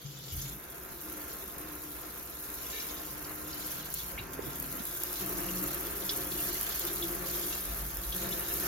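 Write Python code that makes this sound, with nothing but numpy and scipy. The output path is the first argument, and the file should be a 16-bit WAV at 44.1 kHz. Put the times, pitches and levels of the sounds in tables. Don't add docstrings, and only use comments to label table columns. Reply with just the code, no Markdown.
import sys
import numpy as np
from scipy import signal
from scipy.fft import rfft, irfft
from scipy.io import wavfile
from scipy.ndimage import uniform_filter1d

SR = 44100
rng = np.random.default_rng(int(sys.argv[2]) if len(sys.argv) > 2 else 0)


def materialize(psi):
    bounded = np.clip(np.atleast_2d(psi).T, -1, 1)
    quanta = np.round(bounded * 32767).astype(np.int16)
    wavfile.write(sys.argv[1], SR, quanta)


N = 382347

# t/s, relative level/dB
FORCE = [(0.0, -61), (0.3, -58), (0.6, -54.5), (1.4, -52), (2.14, -53), (3.7, -50.5), (3.98, -54),
         (4.18, -49.5), (5.195, -51), (5.22, -46), (6.8, -49.5), (7.1, -47), (8.02, -51.5), (8.26, -47),
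         (8.48, -48), (8.66, -44.5)]
# t/s, place (0 far end to 1 near corner)
AIM = [(0, 0.24), (4.6, 0.16), (5.0, 0.66), (5.5, 0.81), (6.3, 0.57), (7.1, 0.88), (8.67, 0.75)]
# f/Hz, width/Hz, relative level/dB hit at the far end, the same in the near corner
BASIN_MODES = [(50.6, 11.4, -1.5, 8.5), (62.7, 13, 4, -4), (77, 18, -3, -12)]
# f/Hz, width/Hz, relative level/dB hit at the far end, in the near corner
BOTTOM_MODES = [(132.3, 16, -15.5, -0.5), (155, 39, -8.5, -19), (184, 18, -32, 3), (199.8, 16.4, -15, -10),
                (241, 30, -10.5, -28), (300.4, 12, -6, -2), (344.1, 33, -14.5, 0), (373, 54, -13.5, -11.5),
                (403.6, 17, -14, -7), (484, 45, -12.5, -39.5)]
# f/Hz, width/Hz, relative level/dB hit at the far end, in the near corner
WALL_MODES = [(530.7, 24.5, 0, 5), (606, 11, -26, -32), (685, 25, 2.5, 8), (901, 16.3, 1, 5),
              (1028, 19, 4.5, -5), (1061, 14, 7.5, 1), (1146, 29, -5, 7), (1258, 49, -1, 6),
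              (1383, 56, 2.5, 2.5), (1566, 68, -3.5, 3), (1760, 21, -4.5, 10)]
# f/Hz, gain/dB
PATTER_COLOUR = [(120, 1), (400, 5), (800, 1), (1100, 0.5), (1600, 1), (2000, -1), (2800, -6), (5000, -53)]
# f/Hz, level difference/dB
STEEL_BALANCE = [(60, 0), (110, -1.5), (200, 2.5), (380, 3), (700, 1), (1290, -3), (2380, -2), (4400, -1),
                 (8000, 0)]
# start t/s, length/s, lift/dB, centre f/Hz, spread/octaves
SWELLS = [(0, 0.56, 11, 165, 0.81), (0, 0.66, -4.5, 900, 0.79), (0, 0.32, 9, 510, 0.24),
          (.75, 1.4, 2.5, 362, .35), (1.697, 1.26, -3.5, 140, 0.44), (2.88, 0.078, 9, 240, 0.23),
          (3.7, 0.33, 4, 150, 0.4), (3.948, 0.26, 4, 55, 0.67), (4.283, 0.47, 4, 160, 1.1),
          (4.38, 0.13, 3, 450, 1.2), (5.21, 0.5, 5.5, 150, 0.64), (5.2, 0.81, 3.5, 366, 0.35),
          (6.114, 0.39, 5, 260, 1.9), (6.31, 1.9, 2, 55, .5), (6.584, 0.16, -4, 280, 1.4),
          (6.815, 0.71, 6.5, 406, 0.45), (6.953, 0.31, 3.5, 140, 0.42), (7.65, 0.45, 10.5, 50.3, 0.5),
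          (7.72, 0.18, 7.5, 125, 0.54), (8.137, 0.23, 6.5, 190, 1.9), (8.53, .14, 4.5, 250, 1)]
# start t/s,
# length/s, relative level/dB, f/Hz
HUMS = [(0.053, 0.39, -53.5, 135.3), (1.03, 0.16, -50.5, 307), (1.6, 0.44, -52.5, 305),
        (2.876, 0.89, -55, 302.7), (4.28, 0.48, -54, 266.5), (4.617, 0.072, -50, 137.6),
        (4.93, 0.18, -52.5, 355.6), (5.227, 0.4, -48.5, 184.5), (5.22, 0.67, -53, 337.3),
        (6.1, 0.52, -55, 353.2), (6.818, 0.61, -49, 345.3), (7.02, 0.23, -44, 339)]
# t/s, relative level/dB
SPRAY = [(0.0, -58.5), (0.31, -54.5), (0.335, -44.5), (0.46, -47.5), (0.62, -53), (1.28, -47),
         (1.55, -49.5), (2.36, -49), (2.46, -46.5), (2.8, -45.5), (3.28, -47.5), (3.48, -47.5), (3.72, -44),
         (3.86, -48), (3.96, -43.5), (4.13, -47.5), (4.16, -50.5), (4.315, -55.5), (4.335, -48),
         (4.37, -55), (4.45, -48), (4.47, -46.5), (4.84, -45), (4.87, -44), (5.24, -42), (5.52, -42),
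         (5.76, -41.5), (5.98, -44), (6.12, -39.5), (6.27, -43.5), (6.42, -39), (6.56, -41), (6.82, -40.5),
         (6.9, -41.5), (7.05, -41), (7.2, -44), (7.35, -40), (7.6, -41.5), (7.95, -45.5), (8.16, -42),
         (8.42, -42), (8.66, -38)]
# start t/s, length/s, lift/dB
SPLASHES = [(0, 0.31, 12.5), (0.37, 0.13, 6), (2.614, 0.44, 4), (3.48, 0.38, 4), (3.945, 0.08, 5),
            (4.2, 0.2, 4), (5.133, 0.093, 3.5), (6.474, 0.41, 3.5), (7.254, 0.32, 2.5), (7.685, 0.46, -0.5),
            (8.113, 0.25, 2.5)]
# f/Hz, gain/dB
SPLASH_COLOUR = [(1200, -10), (2300, -3.5), (3500, 10), (4600, 6), (6300, 8), (7400, 8), (8500, -34),
                 (16000, -134)]
# f/Hz, gain/dB
SPRAY_COLOUR = [(2500, -25), (5500, -4.5), (7000, 2.5), (8200, 6.5), (9500, 10.2), (10800, 11.6),
                (12000, 11.2), (13300, 9.7), (14700, 7.3), (15300, 5), (16000, -2)]
# t/s, relative level of the snap/dB, swell time/s
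DROPS = [(3.7165, -29, .0002), (3.941, -17, .00018), (3.947, -28, .0002), (4.092, -34, .0003),
         (4.3388, -35, .0005), (4.6, -22, .0003), (4.6263, -25.5, .0005), (4.7261, -25, .0003),
         (4.8533, -26, .0005), (4.9755, -27, .0002), (5.0352, -19, .0006), (5.1395, -28, .0002),
         (5.2935, -26, .0004), (5.4435, -30, .0008), (5.639, -26, .0008), (5.8508, -28, .0002),
         (6.6116, -20, .0004), (6.796, -21, .0004), (6.851, -26, .0007), (6.9822, -27, .0002),
         (7.0157, -25.5, .00016), (7.149, -28, .0003), (7.4671, -29, .0008), (7.9703, -25, .0004),
         (8.5395, -22.5, .0004)]
# f/Hz, gain/dB
DROP_COLOUR = [(3000, -40), (5000, -22), (6200, -12), (8000, -8), (10800, 0), (13000, 0), (15000, -5),
               (16000, -6)]
# t/s, relative level/dB, starting f/Hz, climb (share of f), top of the spit f/Hz
PLINKS = [(.415, -29.5, 5950, 0.1, 7500), (2.664, -36, 5550, .08, 6800), (2.801, -32, 5530, 0.13, 7200),
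          (2.968, -40, 3570, .08, 4500), (3.245, -40, 4420, .12, 6000), (3.53, -36.5, 4360, 0.13, 6000),
          (4.178, -30, 2140, 0.17, 2920), (4.1845, -34, 2550, 0.18, 3600), (4.1905, -34, 3480, 0.2, 4250),
          (5.485, -35.5, 2640, 0.17, 3500), (6.0928, -21, 3390, 0.045, 5700), (6.318, -35, 3280, .12, 5200),
          (6.39, -37, 2670, 0.099, 4600), (6.549, -40, 1950, .08, 2500), (7.024, -23.5, 3364, 0.05, 4100),
          (7.298, -34, 4030, 0.1, 6000), (7.526, -36, 2680, 0.086, 5000), (8.123, -28.5, 3090, 0.11, 4300),
          (8.3265, -29.5, 3430, .06, 4400)]
# f/Hz, width/Hz, relative level/dB
TINKLE_MODES = [(2190, 31, 6.5), (2280, 53, 7.5), (2493, 19, 6), (2744, 26, -8), (3480, 60, 1.5),
                (3730, 55, -3.5), (5580, 83, -14), (6230, 54, -15)]
# start t/s, length/s, level/dB
DRAIN_PASS = (2.73, 0.046, -41)
# f/Hz, width/Hz, relative level/dB
STRAINER_MODES = [(445, 30, -1), (1770, 42, -2), (2140, 70, -7), (2300, 60, -1), (2730, 45, -5),
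                  (3830, 72, -1), (5620, 240, -6), (6180, 60, -6)]
# t/s, relative level/dB, f/Hz, swell time/s, left minus right/dB
BUMPS = [(0.041, -34.5, 140, 0.018, 3), (0.303, -43, 49, 0.056, 0), (0.322, -33, 78, 0.013, 0),
         (.358, -35.5, 76, 0.017, 0), (0.338, -41, 134, 0.042, 1), (0.426, -40, 131, 0.033, 0),
         (.47, -46, 54, .035, 0), (4.115, -47, 541, 0.021, -1), (4.185, -45, 110, .014, 0),
         (4.3905, -33, 430, 0.0031, -18), (4.8, -38, 230, .005, -8), (4.464, -40.5, 320, 0.009, -12),
         (4.465, -42, 130, 0.012, -13), (4.546, -46, 190, .004, -5), (5.212, -40, 187, 0.025, 2),
         (5.6, -41, 297, 0.028, 6)]
# f/Hz, phase/rad
PORT_PHASE = [(100, 0), (3000, .7), (6300, 1.6), (7000, 2.24), (8000, 2.96), (8500, 3.1), (9500, 3.18),
              (10000, 3.51), (10500, 4.02), (12000, 5.15), (13300, 6.15), (16000, 6.4)]

BOOM_DB, BOTTOM_DB, WALL_DB, SPLASH_DB, SPRAY_DB = -3.5, -1, -1, -7, 5
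TINKLE_DB = -14.5
SWELL_ATTACK_S, SWELL_RELEASE_S = 0.018, 0.06
SPLASH_ATTACK_S, SPLASH_RELEASE_S = 0.01, 0.045
HUM_ATTACK_S, HUM_RELEASE_S = .03, .08
EVEN_S = .1
HUM_WANDER, HUM_WAVER_DB = .022, 2.2
SPLATTER_EDGES_HZ = (0, 2600, 3200, 3900, 4700, 5600, 6600, 22050)
SPLATTER_DB, SPLATTER_RATE = 2.1, 45
FIZZ_SHARE, FLUTTER_DB = .65, .7
FRAGMENT_DB, FRAGMENT_DECAY_S = -20, .006
SCATTER = .4
PLINK_CYCLES = 71
SPIT_DECAY_S = .005
TOP_HZ = 15850
SIDES = np.array([[1], [-1]])


def drumming(force_db):
    aim, = curves(AIM)
    boom = steel(BASIN_MODES, aim) * undb(BOOM_DB)
    bottom = steel(BOTTOM_MODES, aim) + 0.17 * SIDES * steel(BOTTOM_MODES, aim)
    bottom = bottom * undb(BOTTOM_DB)
    ring = steel(WALL_MODES, aim) + 0.9 * SIDES * steel(WALL_MODES, aim)
    blows = impacts(5000, 3.0) + 0.78 * SIDES * impacts(5000, 7.2)
    patter = unit(colour(blows, PATTER_COLOUR))
    walls = undb(-2.5) * ring + undb(3.0) * patter
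    walls = walls * undb(WALL_DB + 1.07 * walk(25))
    balance = undb(SIDES * per_bin(STEEL_BALANCE) / 2)
    return irfft(rfft((boom + bottom + walls) * undb(force_db)) * balance, N)


def steel(modes, aim):
    out, power = 0, 0
    for hz, width, far_db, near_db in modes:
        band = signal.butter(2, [hz - width / 2, hz + width / 2], "bandpass", fs=SR, output="sos")
        skirt = signal.iirpeak(hz, hz / width, fs=SR)
        blows = impacts(3000, 4.65)
        ring = signal.sosfilt(band, blows) + 0.36 * signal.lfilter(*skirt, blows)
        struck_db = far_db + aim * (near_db - far_db) + 2.33 * walk(4)
        share = undb(struck_db) * np.sqrt(width)
        out = out + share * undb(swell_db(hz)) * steady(ring, EVEN_S)
        power = power + share ** 2
    return out / np.sqrt(power)


def swell_db(hz):
    lift = np.zeros(N)
    for start, length, db, pitch_hz, spread in SWELLS:
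        share = np.exp(-(np.log2(hz / pitch_hz) / spread) ** 2)
        if share > .02:
            lift += db * share * gesture(start, length, SWELL_ATTACK_S, SWELL_RELEASE_S)
    return lift


def hums():
    out = 0
    for start, length, db, hz in HUMS:
        pitch = hz * (1 + HUM_WANDER * walk(40))
        note = np.sqrt(2) * np.sin(2 * np.pi * np.cumsum(pitch) / SR)
        level = undb(db + HUM_WAVER_DB * walk(22))
        out = out + level * gesture(start, length, HUM_ATTACK_S, HUM_RELEASE_S) * note
    return out * undb(SIDES * 1.7)


def splash(level_db):
    tearing = 1 + 0.3 * spurts(70, 0.012)
    sides = []
    for _ in range(2):
        crackle = steady(impacts(4500, 3.4) * tearing, 0.1)
        sides.append(bounce(bounce(crackle, .0007, .4), .0021, .35))
    coloured = colour(np.array(sides), SPLASH_COLOUR)
    return unit(splatter(coloured)) * undb(level_db)


def splatter(x):
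    spectrum, hz = rfft(x), np.arange(N // 2 + 1) * SR / N
    out = 0
    for lo, hi in zip(SPLATTER_EDGES_HZ, SPLATTER_EDGES_HZ[1:]):
        band = irfft(spectrum * ((hz >= lo) & (hz < hi)), N)
        out = out + band * undb(SPLATTER_DB * walk(SPLATTER_RATE))
    return out


def bounce(x, lag_s, strength):
    n = np.arange(N)
    lag = lag_s * SR * (1 + 0.1244 * walk(4))
    return x + strength * np.interp(n - lag, n, x)


def spray(level_db):
    clusters = 1 + 0.45 * spurts(50, 0.02) + 0.65 * spurts(260, 0.0009)
    clusters = clusters * undb(.8 * walk(130))
    droplets = colour(impacts(15000, 6.1) * clusters, SPRAY_COLOUR)
    clicks = steady(droplets, .05)
    clicks = clicks * undb(level_db + SPRAY_DB + FLUTTER_DB * walk(30))
    return ports(clicks) + undb(-16) * echoes(clicks, .012)


def drops():
    direct, scattered, t = np.zeros(N), np.zeros(N), np.arange(1024) / SR
    for track in (direct, scattered):
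        hiss = colour(rng.standard_normal(N), DROP_COLOUR)
        for s, db, swell in DROPS:
            snap = (t / swell * np.exp(1 - t / swell)) ** 2
            fragments = undb(FRAGMENT_DB) * np.exp(-t / FRAGMENT_DECAY_S)
            grain = hiss[int(s * SR):][:len(t)]
            grain = grain / np.sqrt(np.average(grain ** 2, weights=snap ** 2))
            add(track, s, undb(db) * grain * (snap + fragments))
    near = (ports(direct) + SCATTER * scattered) / np.hypot(1, SCATTER)
    return near + undb(-11) * echoes(direct, .03)


def plinks():
    track, t = np.zeros(N), np.arange(SR // 25) / SR
    for s, db, hz, rise, top_hz in PLINKS:
        spit_band = signal.butter(3, [.92 * hz, max(top_hz, hz)], "bandpass", fs=SR, output="sos")
        spit = signal.sosfilt(spit_band, rng.standard_normal(len(t))) * np.exp(-t / SPIT_DECAY_S)
        add(track, s, undb(db + 6.5) * bubble(hz, rise, PLINK_CYCLES / hz))
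        add(track, s, undb(db + 4.5) * spit)
    return ports(track) + undb(-2) * echoes(track, .11)


def fizz(splash_db, count=3600, spread_db=3.0, t60=0.033):
    track = np.zeros((2, N))
    for when, size, life, place, luck in rng.random((count, 5)):
        strength = min(-np.log(luck), 3.5)
        level = undb(splash_db[int(when * N)] - 3.0 + spread_db * strength)
        pop = level * bubble(2100 + 4600 * size, 0.067, t60 * (.5 + life))
        lag_s = .0004 * (place - .5)
        add(track[0], when * N / SR + lag_s, pop)
        add(track[1], when * N / SR - lag_s, pop)
    return track + undb(-1) * echoes(track[0], .13)


def bubble(hz, rise, t60, rise_s=0.0064):
    t = np.arange(int(t60 * SR) + 2) / SR
    pitch = hz * (1 + rise * (1 - np.exp(-t / rise_s)))
    tone = np.sin(2 * np.pi * np.cumsum(pitch) / SR)
    return tone * (1 - np.exp(-t / 0.0028)) * np.exp(-np.log(1000) * t / t60)


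def tinkle(modes):
    out = np.zeros((2, N))
    for side in out:
        blows = impacts(900, 5)
        for hz, width, db in modes:
            side += undb(db) * unit(signal.lfilter(*signal.iirpeak(hz, hz / width, fs=SR), blows))
    return unit(out)


def drain():
    start, length, db = DRAIN_PASS
    return tinkle(STRAINER_MODES) * undb(db) * gesture(start, length, 0.073, 0.11)


def bumps():
    track, t = np.zeros((2, N)), np.arange(SR // 3) / SR
    for s, db, hz, swell, pan_db in BUMPS:
        envelope = (t / swell * np.exp(1 - t / swell)) ** 2
        thud = undb(db) * envelope * np.sin(2 * np.pi * hz * t)
        add(track[0], s, thud * undb(pan_db / 2))
        add(track[1], s, thud * undb(-pan_db / 2))
    return track + undb(-13) * echoes(track.mean(axis=0), 0.16)


def echoes(x, t60):
    t = np.arange(SR // 2) / SR
    tail = rng.standard_normal((2, len(t))) * undb(-60 * t / t60)
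    tail /= np.sqrt(np.sum(tail ** 2, axis=1, keepdims=True))
    return signal.fftconvolve(x[None], tail, axes=1)[:, :N]


def ports(x):
    turn = np.exp(.5j * per_bin(PORT_PHASE))
    return irfft(rfft(x) * np.array([turn, 1 / turn]), N)


def impacts(rate, spread_db):
    lands = rng.random(N) < rate / SR
    sign = np.sign(rng.standard_normal(N))
    size = undb(spread_db * np.clip(rng.standard_normal(N), -3, 2.5))
    return unit(lands * sign * size)


def spurts(rate, decay_s):
    starts = (rng.random(N) < rate / SR) * rng.exponential(1, N)
    return signal.lfilter([1], [1, -np.exp(-1 / (decay_s * SR))], starts)


def steady(x, span_s):
    size = int(span_s * SR)
    power = uniform_filter1d(uniform_filter1d(x ** 2, size), size)
    return x / np.sqrt(power + 1e-12)


def walk(rate):
    points = rng.standard_normal(8192)
    return 1.2 * np.interp(np.arange(N) / SR * rate, np.arange(len(points)), points)


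def gesture(start, length, attack_s, release_s):
    t = np.arange(N) / SR - start
    return np.clip(np.minimum(t / attack_s + .5, (length - t) / release_s + 1), 0, 1)


def undb(db):
    return 10 ** (np.asarray(db) / 20)


def unit(x):
    return x / np.sqrt(np.mean(x ** 2))


def curves(table):
    s, *columns = np.transpose(table)
    return [np.interp(np.arange(N) / SR, s, c) for c in columns]


def per_bin(table):
    hz, value = np.transpose(table)
    bins_hz = np.arange(N // 2 + 1) * SR / N
    return np.interp(np.log(bins_hz + 1), np.log(hz), value)


def colour(x, table):
    return irfft(rfft(x) * undb(per_bin(table)), N)


def add(track, s, sound):
    start = min(max(int(s * SR), 0), N)
    track[start:start + len(sound)] += sound[:N - start]


def scene():
    force_db, = curves(FORCE)
    spray_db, = curves(SPRAY)
    film_db = spray_db + SPLASH_DB
    lift_db = 0
    for start, length, db in SPLASHES:
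        lift_db = lift_db + db * gesture(start, length, SPLASH_ATTACK_S, SPLASH_RELEASE_S)
    fizz_db = film_db + FIZZ_SHARE * lift_db
    metal = drumming(force_db) + hums() + tinkle(TINKLE_MODES) * undb(fizz_db + TINKLE_DB) + drain()
    water = splash(film_db + lift_db) + spray(spray_db) + drops() + plinks() + fizz(fizz_db)
    return metal + water + bumps()


def record(dry):
    return signal.sosfilt(signal.ellip(12, .2, 80, TOP_HZ, fs=SR, output="sos"), dry)


dry = scene()
out = record(dry)
materialize(out)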